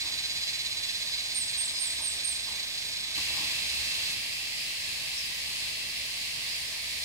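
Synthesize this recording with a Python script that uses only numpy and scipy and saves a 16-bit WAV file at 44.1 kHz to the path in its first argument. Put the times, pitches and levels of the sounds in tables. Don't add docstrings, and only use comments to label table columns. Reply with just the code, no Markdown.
import sys
import numpy as np
from scipy import signal
from scipy.fft import rfft, irfft, next_fast_len
from scipy.io import wavfile
from scipy.ndimage import uniform_filter1d, map_coordinates

SR = 44100
rng = np.random.default_rng(int(sys.argv[2]) if len(sys.argv) > 2 else 0)


def gain_from_decibels(decibels):
    exponent = np.asarray(decibels, float) / 20
    return 10 ** exponent


def log_audio(samples):
    frames = np.atleast_2d(samples).T
    limited = np.clip(frames, -1, 1)
    pcm = np.round(limited * 32767).astype(np.int16)
    wavfile.write(sys.argv[1], SR, pcm)


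N = 310464

# start_s, end_s [s]
TAKES = [
    (-1, 4.15),
    (3.15, 8),
]
LAG_S = 6.7 / 44100
PORTS = np.array([[.5], [-.5]])


def unit(x):
    return x / np.sqrt(np.mean(x ** 2) + 1e-20)


def along(points, hz):
    f, v = np.transpose(points)
    return np.interp(np.log(hz + 1), np.log(f + 1), v)


def curves(rows):
    s, *cols = np.transpose(rows)
    return [np.interp(np.arange(N) / SR, s, c) for c in cols]


def wobble(rate):
    knots = rng.standard_normal(int(N * rate / SR) + 4)
    return map_coordinates(knots, [np.arange(N) * rate / SR])


def filtered(x, response):
    m = next_fast_len(N + SR // 2)
    return irfft(rfft(x, m) * response(np.fft.rfftfreq(m, 1 / SR)), m)[..., :N]


def modes(table):
    def response(f):
        total = 0
        for k, (centre, width, db) in enumerate(table):
            damping = 1j * f * width
            total = total + (-1) ** k * gain_from_decibels(db) * damping / (centre * centre - f * f + damping)
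        return total
    return response


def placed(pair, pan_db, lag_s):
    return filtered(pair, lambda hz: gain_from_decibels(PORTS * pan_db(hz)) * np.exp(-2j * np.pi * hz * lag_s * PORTS))


def rush(gain, alike, patchy_db):
    z = signal.stft(rng.standard_normal((2, N)), nperseg=512)[2]
    field = uniform_filter1d(rng.standard_normal(z.shape[1:]), 5, 0)
    field = uniform_filter1d(field, 12, 1)
    pair = signal.istft(z * gain_from_decibels(patchy_db * unit(field)), nperseg=512)[1][:, :N]
    turn = lambda hz: np.arccos(np.clip(along(alike, hz), -1, 1)) / 2
    mid, side = filtered(pair, lambda hz: gain(hz) * [np.cos(turn(hz)), np.sin(turn(hz))])
    return unit(np.array([mid + side, mid - side]))


def trunks(x, t60):
    t = np.arange(SR // 2) / SR
    tail = rng.standard_normal((2, len(t))) * gain_from_decibels(-60 * t / t60) * np.clip(t / 0.034, 0, 1)
    return signal.fftconvolve(x[None], tail / np.linalg.norm(tail[0]), axes=1)[:, :N]


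def background(take):
    # pitch_hz [Hz], level_db [dB per Hz]
    chorus_bands = [
        [(1200, -35), (1400, -18), (1900, -12.5), (2500, -7.5), (2950, -10.5), (3600, -5), (4500, -7),
         (5300, -10), (5800, -14.5), (7000, -17.5), (8300, -14.5), (9500, -20), (12000, -25.5), (15800, -27)],
        [(1200, -47), (1400, -24.5), (2100, -11), (2900, -12.5), (3600, -12), (4200, -8), (5200, -12.5),
         (5800, -18.5), (7800, -19.5), (10000, -20.5), (11300, -28), (12600, -27), (15800, -29.5)],
    ]
    # pitch_hz [Hz], likeness [0-1]
    chorus_alike = [
        [(1500, 0.14), (3000, 0.39), (5000, 0.82), (6300, 0.35), (9000, 0.04), (15000, 0.046)],
        [(1500, 0.067), (3800, 0.22), (5000, 0.22), (15000, 0.038)],
    ]
    # pitch_hz [Hz], left_minus_right_db [dB]
    lean = [
        [(60, 3.5), (110, 2), (200, 1), (380, 2), (700, 5.5), (1290, 0), (2380, -1), (4400, -4), (8120, -2.5),
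         (15000, 1)],
        [(60, -9), (110, 11), (200, -3), (380, 4.5), (700, 1.5), (1290, 2.5), (2380, -3.5), (4400, -1),
         (8120, -1), (15000, 0.5)],
    ]
    # start_db [dB], drift [dB per s]
    chorus_level = [
        (-34.5, -0.36),
        (-34, 0.04),
    ]
    # pitch_hz [Hz], level_db [dB per Hz]
    air_bands = [(15, -30), (30, -16), (48, -11), (85, -6), (200, -8), (380, -13.5), (600, -11),
                 (1000, -10), (1350, -9.5), (1600, -18.5), (2000, -45), (3300, -120)]
    # pitch_hz [Hz], likeness [0-1]
    air_alike = [(30, .6), (70, .75), (130, .42), (300, .38), (700, .5), (1400, .2)]
    # pitch_hz [Hz], width_hz [Hz], level_db [dB per pass]
    hum_tones = [(69, 15, 0), (100, 12, -4), (131, 13, -2.5), (645, 70, -6)]

    pan = lambda hz: along(lean[take], hz)
    chorus = rush(lambda hz: gain_from_decibels(along(chorus_bands[take], hz)), chorus_alike[take], patchy_db=0.7)
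    air = rush(lambda hz: gain_from_decibels(along(air_bands, hz)), air_alike, patchy_db=0.7)
    hum = rush(lambda hz: np.abs(modes(hum_tones)(hz)) ** 2, air_alike, patchy_db=0.7)
    low = gain_from_decibels(-53.5 + 0.44 * wobble(7)) * air + gain_from_decibels(-59.5) * hum
    start_db, drift_db = chorus_level[take]
    level_db = start_db + drift_db * (np.arange(N) / SR - max(TAKES[take][0], 0))
    far_insects = gain_from_decibels(level_db + 0.34 * wobble(9)) * placed(chorus, pan, LAG_S)
    return far_insects + placed(low, pan, -.8 * LAG_S)


def throbs(phrases):
    start, pace = np.transpose(phrases)
    lasts = np.diff(start, append=np.inf)[:, None]
    return pace @ np.clip(np.arange(N) / SR - start[:, None], 0, lasts)


def cicada(song, phrases, body, limp, depth, rough, strain, pan_db, lag_s, wet_db):
    rate, level_db = curves(song)
    ragged = strain * .08 * (rate - 310.5)
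    rough, depth, limp = rough + ragged, depth - .4 * ragged, limp + .022 * ragged
    cycles = np.cumsum(rate * (1 + .0018 * wobble(20))) / SR
    stepped = np.floor(cycles + limp * np.cos(np.pi * cycles))
    clicks = np.diff(stepped, prepend=0) * gain_from_decibels(wobble(150))
    scrape = rng.standard_normal(N)
    drive = np.sqrt(1 - rough) * unit(clicks) + np.sqrt(rough) * scrape
    buzz = filtered(drive, lambda hz: modes(body)(hz) ** 2)
    pump = .5 + .5 * np.tanh(2.5 * np.cos(2 * np.pi * throbs(phrases)) + .4)
    throbbing = unit(unit(buzz) * (1 - depth * (1 - pump)))
    buzz = gain_from_decibels(level_db + 0.18 * wobble(12)) * throbbing
    direct = placed(np.array([buzz, buzz]), lambda hz: pan_db, lag_s)
    return direct + gain_from_decibels(wet_db) * trunks(buzz, t60=.07)


def near_cicada():
    # time_s [s], click_rate [clicks per s], level_db [dB]
    song = [(0, 310.5, -36.5), (.6, 311, -36.5), (1.5, 313.5, -38), (2, 315.5, -38.5), (2.6, 314.3, -39.5),
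            (4.15, 313.7, -40)]
    # start_s [s], pace [throbs per s]
    phrases = [
        (-.162, 16.94),
        (1.55, 13.74),
        (2.205, 25.4),
        (2.638, 27.3),
    ]
    # pitch_hz [Hz], width_hz [Hz], level_db [dB per pass]
    body = [(2200, 600, -5.5), (3600, 550, -4.5), (4070, 250, 1.6), (4880, 450, -2.6), (6200, 800, -7.5),
            (7350, 400, -6.5)]
    return cicada(song, phrases, body, limp=.005, depth=.93, rough=.08, strain=1,
                  pan_db=-3.5, lag_s=LAG_S, wet_db=-8)


def handling():
    # start_s [s], level_db [dB], length_s [s]
    knocks = [
        (0.026, -49.5, 0.066),
        (1.979, -50.5, 0.058),
        (2.455, -52.5, 0.07),
        (3.175, -41.5, 0.017),
        (3.266, -50, 0.078),
        (3.36, -47.5, 0.093),
    ]
    # pitch_hz [Hz], width_hz [Hz], level_db [dB]
    shell_modes = [(298, 140, -1.5), (493, 74, -8), (980, 400, 5.5)]
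    t, touch = np.arange(N) / SR, np.zeros(N)
    for s, db, length in knocks:
        u = np.clip((t - s) / length, 0, None)
        touch += gain_from_decibels(db + 8) * u * np.exp(1 - 2 * u)
    shell = unit(filtered(rng.standard_normal(N), modes(shell_modes)))
    dulled = filtered(touch * shell, lambda hz: 1 / (1 + 1j * hz / 1300) ** 2)
    return dulled * gain_from_decibels([[2.5], [-1.5]])


def cricket():
    # start_s [s], level_db [dB], pitch_hz [Hz], length_s [s], left_minus_right_db [dB]
    bursts = [
        (0.384, -31, 4840, 0.17, 6),
        (1.082, -28, 4800, .1, 0),
        (1.728, -27, 5030, 0.1, 0),
        (3.32, -32, 4970, 0.11, 7),
        (4.556, -29, 4880, 0.1, 4),
        (5.15, -28, 5380, 0.077, 1),
        (5.2, -31, 4950, 0.09, 1),
        (6.442, -30, 4900, .16, -1),
    ]
    out, t = np.zeros((2, N)), np.arange(N) / SR
    for s, db, hz, length, pan_db in bursts:
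        swell = np.sin(np.pi * np.clip((t - s) / length, 0, 1))
        strokes = (0.53 + 0.14 * np.sin(2 * np.pi * 38 * (t - s))) * swell
        wing = unit(filtered(rng.standard_normal((2, N)), lambda f: modes([(hz, 450, 0)])(f) ** 2))
        out += gain_from_decibels(db - 4 + pan_db * PORTS) * strokes * wing
    return out


def bird():
    # start_s [s], level_db [dB], start_hz [Hz], dip_hz [Hz]
    chirps = [
        (1.34, -29.5, 9250, 8530),
        (1.569, -29, 8970, 8425),
        (1.792, -29, 9080, 8570),
        (2.012, -29.5, 9055, 8600),
        (2.24, -29.5, 9016, 8560),
    ]
    turns_s = [0, .02, .03, .05, .063, .1]
    crest_hz, bend_hz, end_hz = 8860, 8550, 7360
    attack_s, chirp_s, release_s, sag_db_per_s = .015, .102, .01, 95

    out, t = np.zeros((2, N)), np.arange(SR // 8) / SR
    ramps = np.minimum(t / attack_s, (chirp_s - t) / release_s)
    shape = np.clip(ramps, 0, 1) * gain_from_decibels(-sag_db_per_s * t)
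    for s, db, start_hz, dip_hz in chirps:
        path = [start_hz, dip_hz, dip_hz, crest_hz, bend_hz, end_hz]
        pitch = uniform_filter1d(np.interp(t, turns_s, path), size=400, mode="nearest")
        flutter = gain_from_decibels(2.8 * wobble(110)[:len(t)])
        voice = gain_from_decibels(db + 9.5) * flutter * shape * np.sin(2 * np.pi * np.cumsum(pitch) / SR)
        branches, forest = trunks(voice, t60=.12), trunks(voice, t60=.8)
        voice = np.pad(voice, (0, forest.shape[1] - len(t)))
        slap = np.roll(voice, round(.043 * SR)) * gain_from_decibels([[-22], [-21]])
        heard = voice * gain_from_decibels([[-16.5], [-3.5]]) + slap
        heard = heard + gain_from_decibels([[-16], [-17]]) * branches + gain_from_decibels([[-10], [-11]]) * forest
        out[:, round(s * SR):][:, :len(voice)] += heard
    return out


def far_cicada():
    # time_s [s], click_rate [clicks per s], level_db [dB]
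    song = [(3.15, 329, -42.5), (4.6, 333, -44.5), (5.3, 329, -46.5), (6.55, 326, -46.5), (6.7, 326, -51)]
    # start_s [s], pace [throbs per s]
    phrases = [
        (3, 23.9),
    ]
    # pitch_hz [Hz], width_hz [Hz], level_db [dB per pass]
    body = [(2310, 150, -6), (2665, 160, 0), (3260, 130, -3.5), (4680, 200, -4.5), (4990, 180, -6),
            (7660, 300, -8.5)]
    return cicada(song, phrases, body, limp=0, depth=.3, rough=.75, strain=0,
                  pan_db=-1, lag_s=.55 * LAG_S, wet_db=4)


def scene():
    t = np.arange(N) / SR
    on = [np.clip((t - a) / 0.0023, 0, 1) * np.clip((b - t) / 0.074 + .5, 0, 1) for a, b in TAKES]
    first = background(take=0) + near_cicada()
    second = background(take=1) + far_cicada()
    return on[0] * first + on[1] * second + handling() + cricket() + bird()


def roll_off(x):
    return signal.sosfilt(signal.butter(12, 15790, fs=SR, output="sos"), x)


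def record(dry):
    top_hz = 15790
    notch = lambda hz: 1 - .76 * modes([(1400, 290, 0)])(hz)
    heard = filtered(dry, lambda hz: notch(hz) * (hz < top_hz))
    return roll_off(heard - .0005)


dry = scene()
out = record(dry)
log_audio(out)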